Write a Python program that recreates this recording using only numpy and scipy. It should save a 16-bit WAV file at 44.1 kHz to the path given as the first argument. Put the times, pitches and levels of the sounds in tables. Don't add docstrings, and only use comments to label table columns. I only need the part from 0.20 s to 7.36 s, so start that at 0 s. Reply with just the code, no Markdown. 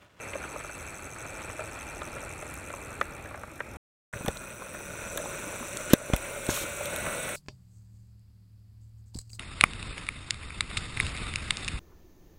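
import sys
import numpy as np
from scipy import signal
from scipy.fft import rfft, irfft, next_fast_len
from scipy.io import wavfile
from scipy.ndimage import uniform_filter1d

SR = 44100
rng = np.random.default_rng(int(sys.argv[2]) if len(sys.argv) > 2 else 0)


def put_to_file(sound):
    columns = np.atleast_2d(sound).T
    safe = np.clip(columns, -1, 1)
    whole_steps = np.round(safe * 32767)
    wavfile.write(sys.argv[1], SR, whole_steps.astype(np.int16))


def linear_from_db(decibels):
    return 10 ** (np.asarray(decibels, float) / 20)


N = 315752

# (start [s], end [s])
SPANS = [
    (0, 3.5705),
    (3.928, 7.16),
]
# (tooth rate [teeth/s], floor rumble [dB], body [dB], gear [dB])
CRUISE = [
    (105.5, -47, -43.5, -50),
    (199, -47, -40.5, -43.5),
]
# (centre [Hz], width [Hz], lift [dB])
CASE_MODES = [
    [(4430, 120, 4), (5400, 60, 3), (5830, 120, 2), (6260, 270, 6.5), (7450, 130, 2.5), (7930, 150, 7.5),
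     (8550, 320, 5.5), (9370, 180, 3.5), (10200, 180, 1.5), (10700, 190, 6.5), (12200, 300, 2.5),
     (13500, 500, 4), (14050, 300, 1.5), (14750, 300, 1.2)],
    [(3550, 200, 8), (3800, 250, 7.5), (5700, 220, 4.5), (6053, 222, 8.5), (7000, 120, 5), (7380, 200, 5.5),
     (7880, 105, 7), (8250, 156, 6), (8630, 210, 6), (9430, 220, 6), (10370, 130, 7.5), (10760, 240, 5.5),
     (13750, 500, 3), (15440, 1100, 13.5)],
]


def level(x, db):
    return x * linear_from_db(db) / np.sqrt(np.mean(x ** 2))


def ring(n, hz, width_hz):
    f = np.fft.rfftfreq(n, 1 / SR)
    return 1j * f * width_hz / (hz ** 2 - f ** 2 + 1j * f * width_hz)


def lifts(n, modes):
    return np.prod([1 + (linear_from_db(db) - 1) * ring(n, hz, width) for hz, width, db in modes], axis=0)


def spectrum(n, points):
    hz, db = np.transpose(points)
    return linear_from_db(np.interp(np.log(np.fft.rfftfreq(n, 1 / SR) + 1), np.log(hz), db))


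def walk(n, rate):
    hold = int(SR / rate)
    steps = np.repeat(rng.standard_normal(n // hold + 1), hold)
    return 1.09 * uniform_filter1d(steps, hold)[:n]


def add(out, s, x):
    i = int(s * SR)
    out[i:i + len(x)] += x[:len(out) - i]


def teeth(hz, first):
    phase = np.cumsum(hz) / SR - first
    tooth = np.floor(phase).astype(int)
    since = (phase - tooth) / hz
    hit = np.flatnonzero(np.diff(tooth)[:-64]) + 1
    at = hit - since[hit] * SR + 30 + .00003 * SR * rng.standard_normal(len(hit))
    click, whole = np.zeros(len(hz)), at.astype(int)
    click[whole] = 1 - (at - whole)
    click[whole + 1] = at - whole
    return tooth, since, click


def gearbox(k, tooth, since, click, top_db, strength, speed_db):
    panel_hz = [3650, 4400, 5500, 6200, 7250, 8000, 8600, 9550, 10600, 13300, 15000]
    tooth_db = [
        [(-7, -7, -2, 0, -3, -2, -4, -5), (0, -12, -12, -12, -12, -1, 0, 0), (-5, -6, 0, -1, -5, -2, -6, -6),
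         (-8, -3, 0, 0, -1, -4, -8, -8), (-6, 0, -8, -7, -3, -4, -8, -8), (-6, -1, -6, -4, -1, 0, -6, -6),
         (-5, 0, -4, -2, 0, -1, -5, -5), (-3, -1, -2, -1, 0, -1, -2, -2), (-4, -2, -2, 0, 0, -1, -1, -2),
         (-6, -5, 0, -1, -3, -3, -7, -6), (-5, -4, -1, 0, -1, -3, -4, -4)],
        [(-5, -6, -6, -5, -2, 0, 0, -3), (0, 0, 0, -3, -4, -4, -4, -4), (-2, -2, -2, 0, -1, 0, -1, -1),
         (-1, -1, -1, 0, -1, -2, -2, -1), (-9, -11, -10, -3, -6, -9, 0, -4), (0, -2, -4, -2, -3, -8, -6, 0),
         (0, -1, -2, -2, -6, -9, -6, 0), (0, -1, -3, -1, 0, 0, -1, -1), (-2, 0, 0, -2, -2, -2, -2, -1),
         (0, -4, -4, -2, -1, 0, -1, -2), (-4, -4, -4, -2, 0, 0, 0, -3)],
    ][k]
    panel_law = [(-.2, .1, .3, .3, .1, 0.36, .3, .2, .1, -.05, -.05),
                 (.3, .1, -0.52, -0.75, -0.15, 0.51, 0.46, .2, .05, .4, .1)][k]
    panel_bend = [(.01, .01, 0.043, 0.015, 0.019, .01, .01, .01, .01, 0.0091, .01),
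                  (.05, .01, -.2, -0.16, -0.14, 0.13, 0.17, .05, 0.054, .05, .05)][k]
    # (scrape rise and decay [s], steady rub [dB], scatter between teeth [dB])
    decay, rub_db, scatter_db = [(.0014, -11.5, 1.0), (.0007, -10, 1.5)][k]
    # (frequency [Hz], level [dB per Hz])
    case_colour = [
        [(2600, -39), (3200, -9), (4400, -8), (6500, -6), (8500, -7), (11000, -11), (13000, -18),
         (15800, -19.5)],
        [(2600, -45), (3200, -20.5), (4400, -11.5), (6500, -5.5), (8500, -4), (11000, -11), (12500, -13),
         (15800, -29.5)],
    ][k]
    edge_db = (21, 20)[k]
    runout = 1.8

    n, out = len(tooth), 0
    log_f = np.log(np.fft.rfftfreq(n, 1 / SR) + 1)
    resonance = lifts(n, CASE_MODES[k])
    colour = spectrum(n, case_colour) * resonance
    sharper = resonance ** 1.6
    sharper = sharper / np.sqrt(np.mean(np.abs(sharper) ** 2))
    scrape = since / decay * np.exp(1 - since / decay)
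    wake_db = np.outer(panel_law, speed_db) + np.outer(panel_bend, speed_db ** 2)
    for p, row in enumerate(tooth_db):
        scatter = scatter_db * rng.standard_normal(tooth[-1] + 2)[tooth + 1]
        size = strength * linear_from_db(runout * np.array(row)[tooth % 8] + scatter)
        rub = rng.standard_normal(n) * (linear_from_db(rub_db) * (.6 + .4 * size) + .6 * size * scrape)
        push = rfft(rub) + linear_from_db(edge_db) * rfft(size * click) * sharper
        push = push / np.sqrt(np.mean(np.abs(push) ** 2))
        near = np.interp(log_f, np.log(panel_hz), np.arange(len(tooth_db)) == p)
        share = np.sqrt(np.clip(3 * near - 1, 0, 1))
        panel = irfft(push * colour * share, n)
        panel = panel * linear_from_db(wake_db[p] + 1.1 * walk(n, 2.5))
        if panel_hz[p] > 12000:
            panel = panel * linear_from_db(top_db - np.mean(top_db))
        out = out + panel
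    return level(out, 0)


def regrip(gear, k, t):
    # (centre [Hz], width [Hz], lift [dB])
    late_modes = [
        [(4500, 130, 2.5), (5350, 60, 3), (5750, 130, 2), (6170, 160, 5.5), (7440, 180, 3.5), (7750, 180, 2.5),
         (8360, 350, 6.5), (9370, 130, 5.5), (9970, 130, 3.5), (10900, 900, 3), (12300, 400, 4),
         (12900, 180, 2), (14170, 300, 3), (15600, 300, 1)],
        [(3480, 170, 10.5), (3750, 260, 8), (5700, 250, 5), (6190, 350, 6.5), (6800, 100, 5), (7390, 110, 6),
         (7800, 110, 7.5), (8220, 66, 8), (8530, 55, 6), (8730, 110, 7.5), (9400, 150, 7.5), (10450, 100, 8),
         (10900, 300, 5.5), (15250, 1200, 13.5)],
    ][k]
    # (from [s], to [s])
    shift_s = [(1.2, 2), (5.7, 6.6)][k]
    n = len(gear)
    change = (lifts(n, late_modes) / lifts(n, CASE_MODES[k])) ** 1.3
    late = np.interp(t, shift_s, [0, 1])
    return gear * (1 - late) + irfft(rfft(gear) * change, n) * late


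def gear_whine(k, click, hz):
    n, whine_hz, width_hz = len(hz), 2350, 600
    body = ring(n, whine_hz, width_hz) ** 2 - .5 * ring(n, 1.6 * whine_hz, width_hz) ** 2
    whine = irfft(rfft(click * (hz / 200) ** 1.9) * body, n)
    return level(whine, (-26, -8.5)[k])


def gear_tones(turns, hz):
    multiples = [2, 2.5, 2.625, 3, 5, 6, 7, 8, 10, 12, 14, 15]
    tone_db = [-21, -22, -24, -27, -30, -22, -26, -28, -19, -36, -29, -26]
    tones = 0
    for multiple, db in zip(multiples, tone_db):
        wobble_db = 3.5 * walk(len(hz), 9)
        tones = tones + linear_from_db(db + wobble_db) * np.sin(2 * np.pi * multiple * turns)
    return tones * (hz / CRUISE[1][0]) ** 6.3


def shell_rings(k, tooth, speed_db):
    # (centre [Hz], width [Hz], level [dB re body], gain [dB per dB of speed])
    side_panels = [
        [(2617, 140, -12.5, 1.6), (1330, 110, -20, -0.5), (2370, 90, -12, .6), (2545, 30, -23.5, 1.1)],
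        [(568, 45, -8.5, 0.8), (1470, 100, -20, 0.5), (2488, 130, -18, -2)],
    ][k]
    shake_db = [
        [(-6, -1, -8, -8, 0, -7, -10, -8), (0,) * 8, (-2, -8, -4, -4, -9, -7, -2, 0), (0,) * 8],
        [(0,) * 8] * 3,
    ][k]
    n, out = len(tooth), 0
    shake = rng.standard_normal(n)
    for (hz, width, db, law), row in zip(side_panels, shake_db):
        shaken = rfft(shake * linear_from_db(np.array(row)[tooth % 8]))
        panel = irfft(shaken * ring(n, hz, width) ** 2, n)
        out = out + level(panel, db) * linear_from_db(law * speed_db + 1.2 * walk(n, 9.7))
    return out


def wheels(k, n, rumble_db, body_db, speed_db):
    # (frequency [Hz], level [dB per Hz])
    body_colour = [
        [(15, -37.5), (25, -8), (79, -1), (226, -11.5), (294, -7.5), (566, -5), (736, -9.5), (839, -6.5),
         (1020, -11.5), (1390, -5.5), (1650, -11), (2440, -10.5), (2910, -23.5), (3860, -24.5), (4600, -24.5),
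         (5980, -55.5), (10100, -120)],
        [(15, -36), (25, -2.5), (143, -2), (343, -7.5), (436, -9), (579, -4), (769, -16.5), (857, -12.5),
         (1240, -12.5), (1450, -5.5), (1720, -15.5), (2500, -15.5), (2970, -25), (3780, -22.5), (4600, -25),
         (5980, -34), (10100, -120)],
    ][k]
    # (centre [Hz], width [Hz], lift [dB])
    body_modes = [(610, 73, 2), (1460, 76, 1), (2370, 83, 2.5), (2630, 160, 6)]
    tilt_db = [0.14, 0.033][k] * speed_db
    f = np.fft.rfftfreq(n, 1 / SR) + 1
    colour = spectrum(n, body_colour) * lifts(n, body_modes)
    bumps = linear_from_db(1.5 * walk(n, 120) + 0.82 * walk(n, 12))
    rumble, body = 0, 0
    for hz in 25 * 2 ** np.arange(0, 7.8, .5):
        share = np.cos(np.pi * np.clip(np.log2(f / hz), -.5, .5))
        band = irfft(rfft(rng.standard_normal(n) * bumps) * colour * share, n)
        flicker_db = 1.5 * walk(n, 6 + hz / 60)
        band = band * linear_from_db(flicker_db + tilt_db * max(np.log2(hz / 586), 0))
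        if hz > 350:
            body = body + band
        else:
            rumble = rumble + band
    return level(rumble, 0) * linear_from_db(rumble_db) + level(body, 0) * linear_from_db(body_db)


def loudness(k, t, hz):
    # (rumble, body, gear, top panels [dB per dB of speed])
    speed_law = [(0.198, .6, 0.21, -.55), (.3, 0.907, 0.87, -0.048)][k]
    # (time [s], level [dB])
    hand_press = [
        [(0, -1.5), (.1, .4), (.2, -0.5), (.45, 0), (1.1, 0), (1.4, 0), (1.8, 1.5), (2.55, 0.5), (2.9, -.5),
         (3.57, 2.5)],
        [(3.93, -1.5), (4.05, 0.5), (4.35, -2), (5, 1.5), (5.3, 0.5), (5.7, 1.5), (6.1, -1), (6.4, 0.5),
         (7.16, 1.5)],
    ][k]
    press_share = (0.95, 0.55, 0.77, -.8)
    cruise_hz, *cruise_db = CRUISE[k]
    speed_db = 20 * np.log10(hz / cruise_hz)
    press_db = np.interp(t, *np.transpose(hand_press))
    after = np.maximum(t - 5.74, 0)
    duck_db = -10.5 * (1 - np.exp(-after / 0.034)) * np.exp(-after / 0.11)
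    *moves, top = [law * speed_db + share * press_db for law, share in zip(speed_law, press_share)]
    return [db + move + duck_db for db, move in zip(cruise_db, moves)] + [top]


def ride(k):
    # (time [s], tooth rate [teeth/s])
    speed_roof = [(0.0, 116.2), (0.93, 97.9), (1.393, 110.9), (1.903, 91.8), (2.61, 91.9), (3.255, 49.3),
                  (3.57, 41.6)]
    # (time [s], tooth rate [teeth/s])
    speed_side = [(3.93, 128.2), (4.448, 126.1), (5.099, 181.9), (5.299, 191.3), (5.793, 191.4),
                  (6.337, 223.0), (6.39, 231.9), (6.601, 228.8), (6.706, 242.1), (6.84, 246.8),
                  (7.16, 245.8)]
    first_tooth = [-.04, .81][k]
    start, end = SPANS[k]
    n = next_fast_len(min(N, int(end * SR)) - int(start * SR))
    t = int(start * SR) / SR + np.arange(n) / SR
    hz = np.interp(t, *np.transpose((speed_roof, speed_side)[k]))
    speed_db = 20 * np.log10(hz / CRUISE[k][0])
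    rumble_db, body_db, gear_db, top_db = loudness(k, t, hz)

    tooth, since, click = teeth(hz, first_tooth)
    strength = np.minimum(hz / 90, 1)
    gear = regrip(gearbox(k, tooth, since, click, top_db, strength, speed_db), k, t)
    singing = gear_whine(k, click, hz) + gear_tones(tooth + since * hz, hz)
    singing = singing + shell_rings(k, tooth, speed_db)
    sound = gear * linear_from_db(gear_db) + singing * linear_from_db(body_db)
    sound = sound + wheels(k, n, rumble_db, body_db, speed_db)
    return sound * np.clip((end - t) / 0.0016, 0, 1) * np.clip((t - t[0]) / 0.00087, 0, 1)


def clack(db, hz, t60, spread, rough, wide):
    t = np.arange(2048) / SR
    chance, crackle = rng.random((2, 5)), rng.standard_normal(2048)
    fall = np.exp(-np.log(1000) * t / max(t60, .003)) * (1 - np.exp(-t * hz * 1.6))
    pitches = hz * np.exp(spread * (chance[0] - .5) * [0.088, 2.2, 1.4, 1.7, 1.1])
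    strengths = chance[1] - [-1.08, 0.58, 1.0, 0.663, 0.48]
    tones = np.sum(np.sin(2 * np.pi * pitches[:, None] * t) * strengths[:, None], axis=0)
    burst = irfft(rfft(crackle * fall ** 2) * ring(2048, hz, wide * hz) ** 3)
    x = tones * fall + rough * burst / np.max(np.abs(burst))
    return linear_from_db(db) * x / np.max(np.abs(x))


def knocks(out):
    # (time [s], upper ring [Hz], upper level [dB], hollow level [dB])
    knocks_roof = [(.133, 2090, -26, -38), (.153, 2000, -45, -26), (.2385, 2100, -32.5, -44),
                   (.239, 1400, -31, -50), (.276, 1400, -36, -50), (.358, 1220, -28, -31),
                   (.407, 1510, -34, -41), (.444, 1260, -33, -38), (.493, 1500, -32, -38),
                   (.96, 1280, -34, -56), (1.297, 1330, -31, -38.5), (1.393, 1380, -28, -51),
                   (1.405, 2440, -33, -34), (1.417, 1310, -33, -44), (1.473, 1350, -37, -54),
                   (1.816, 1184, -28, -32), (1.965, 1380, -30.5, -32.5), (2.03, 1290, -38, -37.5),
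                   (2.224, 2030, -36, -34.5), (2.501, 1370, -32, -37), (2.537, 1153, -29, -32.5),
                   (2.8106, 1256, -15.5, -23.5), (2.8112, 1740, -20, -35.5), (3.057, 1690, -34, -41.5),
                   (3.109, 1180, -34, -39), (3.143, 1180, -32, -36), (3.142, 1650, -31, -50),
                   (3.173, 1080, -36.5, -39), (3.2334, 1534, -30.5, -42), (3.2334, 1160, -32.5, -48),
                   (3.392, 1500, -36, -47), (3.4031, 1620, -21.5, -30.5), (3.403, 1210, -27, -50)]
    # (time [s], upper ring [Hz], upper level [dB], hollow level [dB])
    knocks_side = [(3.935, 1410, -25, -39), (4.007, 1160, -47, -36), (4.061, 1200, -29, -40),
                   (4.081, 1700, -26.5, -21.5), (4.419, 1036, -31, -42), (4.547, 1080, -30, -39.5),
                   (4.604, 1480, -42, -35.5), (4.974, 1650, -30, -36), (4.976, 1050, -30, -50),
                   (4.998, 1460, -36, -32), (5.038, 900, -45, -32.5), (5.055, 910, -32.5, -38),
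                   (5.325, 1470, -34, -36), (5.399, 1070, -34, -43), (5.425, 1240, -30.5, -46),
                   (5.734, 1606, -17, -14), (5.738, 2020, -27, -33), (5.813, 1400, -45, -31.5),
                   (5.899, 900, -49, -43), (5.933, 2100, -21, -27), (5.935, 950, -22.5, -25.5),
                   (5.963, 2510, -29, -39), (6.293, 1410, -24.5, -28), (6.373, 1220, -27, -38),
                   (6.607, 1350, -43, -29.5), (6.863, 1505, -23, -35), (6.875, 1310, -32, -35),
                   (7.072, 1480, -37, -50), (7.089, 1880, -29.5, -40)]
    t60 = 0.04
    for s, hz, upper_db, hollow_db in knocks_roof + knocks_side:
        hollow_hz = 586 * linear_from_db(-0.11 * max(hollow_db + 28.5, 0))
        add(out, s + .0007, clack(upper_db + 1, hz, t60, .4, 2.9, 0.85))
        add(out, s + 0.00066, clack(hollow_db + 2, hollow_hz, 1.03 * t60, 0.079, 1.0, 0.97))


def small_ticks(out):
    # (time [s], peak [dB], ring [Hz], time to fall 60 dB [s], crackle width [re ring])
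    tick_table = [(0.5791, -35, 7920, 0.015, 2.2), (2.339, -29, 7000, 0.013, 2),
                  (2.339, -33, 12500, .01, 1), (2.8111, -25, 3450, 0.02, 1.94),
                  (4.0597, -26.5, 11100, 0.017, 2.3), (4.0603, -29, 3600, .015, 1.2),
                  (4.0806, -19, 3530, 0.019, 4), (4.1697, -30, 6030, 0.02, 1), (4.1695, -33, 3920, .02, .4),
                  (4.9733, -17, 9900, 0.015, 2.9), (4.9735, -29, 3460, 0.037, 0.31),
                  (1.6092, -38, 3600, .02, .8), (1.8163, -36, 3360, .02, .8),
                  (2.5017, -38.5, 3300, .02, .8), (1.3029, -41, 3050, .02, .6), (.1326, -40, 3370, .02, .5),
                  (5.5699, -23, 3770, 0.014, 0.95), (5.5699, -21, 7540, 0.016, .6),
                  (5.57, -26, 9600, .014, .3), (5.7328, -2, 6600, 0.0053, 3.7),
                  (5.7335, -12, 3600, .012, 1.8), (5.7352, -12, 3640, 0.027, 1),
                  (5.7342, -13, 7500, .02, 2.5), (5.7375, -17, 6000, .012, 2.5),
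                  (5.9344, -19, 3480, 0.033, 2.5), (5.943, -27, 3470, 0.018, 2.5),
                  (5.9622, -18.5, 11000, 0.015, 2.9), (6.265, -25.5, 3520, 0.016, 1.5),
                  (6.265, -25, 8000, .014, .7), (6.2862, -24, 3750, 0.021, 2.7),
                  (6.3013, -23, 6620, 0.05, 1), (6.3729, -20, 11300, 0.015, 1.4),
                  (6.6556, -25, 3800, 0.015, 1.5), (6.6553, -27, 11400, .015, .5),
                  (6.7605, -21.5, 3800, 0.014, 3), (6.7605, -24, 11400, .015, .4),
                  (7.0893, -27, 11100, 0.015, .7)]
    for s, db, hz, t60, wide in tick_table:
        add(out, s + 0.00094, clack(db, hz, t60, 0.2, 4.0, wide))


def scrapes(out):
    # (time [s], length [s], level [dB], centre [Hz])
    scrape_table = [
        (5.695, 0.04, -25, 2200),
        (6.29, 0.043, -26, 5000),
        (6.325, 0.12, -30, 3900),
        (6.335, 0.105, -33, 8000),
        (1.2, 0.028, -31, 1000),
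    ]
    n = 8192
    t = np.arange(n) / SR
    for s, length, db, hz in scrape_table:
        shape = np.clip(t / 0.0077, 0, 1) * np.clip(1 - t / length, 0, 1) ** 0.18
        rub = rng.standard_normal(n) * linear_from_db(1.2 * walk(n, 167)) * shape
        add(out, s, linear_from_db(db) * irfft(rfft(rub) * ring(n, hz, 1.5 * hz) ** 2))


def jolts(out):
    # (time [s], peak [dB], swing [Hz], time to fall 60 dB [s], direction [+1 or -1])
    jolt_table = [(1.392, -31.5, 626, 0.15, 1), (3.938, -31.5, 114, 0.051, 1), (3.96, -29, 100, 0.044, -1),
                  (4.082, -15.5, 202, 0.013, -1), (4.09, -25, 70, .06, -1), (5.409, -33, 240, 0.1, 1),
                  (5.708, -26, 352, 0.049, 1), (6.3, -29, 90, .1, 1), (6.415, -32, 330, .05, 1),
                  (6.44, -32.5, 330, 0.064, 1), (5.27, -32, 302, .06, 1), (4.009, -23.5, 197, 0.013, 1),
                  (4.048, -23, 266, 0.02, 1), (4.079, -13, 225, 0.0058, 1), (5.7346, 3.5, 273, 0.011, 1),
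                  (5.7359, -4, 210, .012, -1), (4.96, -25, 450, 0.014, 1), (5.9005, -14, 420, 0.0068, 1),
                  (5.9358, -1.5, 169, 0.0087, 1), (5.938, -16.5, 44.6, 0.086, -1),
                  (6.2901, -7.5, 303, 0.0088, -1), (6.874, -19, 250, 0.0074, 1)]
    t = np.arange(4096) / SR
    for s, db, hz, t60, direction in jolt_table:
        swing = np.sin(2 * np.pi * hz * t) * np.exp(-np.log(1000) * t / t60)
        add(out, s, np.sign(direction) * linear_from_db(db) * swing)


def scene():
    out = np.zeros(N)
    for k in range(2):
        add(out, SPANS[k][0], ride(k))
    knocks(out)
    small_ticks(out)
    scrapes(out)
    jolts(out)
    return out[None]


def roll_off(x):
    return signal.sosfilt(signal.butter(12, 16460, fs=SR, output="sos"), x)


def record(dry):
    n = next_fast_len(N)
    port = 1 - (1 - 0.13) * ring(n, 4800, 1150)
    x = irfft(rfft(dry, n) * port, n)[:, :N]
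    top_cut = signal.ellip(10, .3, 60, 15740, fs=SR, output="sos")
    x = signal.sosfilt(top_cut, np.clip(x, -.99, .99))
    t = np.arange(N) / SR
    riding = (t < SPANS[0][1]) | (t > SPANS[1][0])
    return roll_off(x * riding)


dry = scene()
out = record(dry)
put_to_file(out)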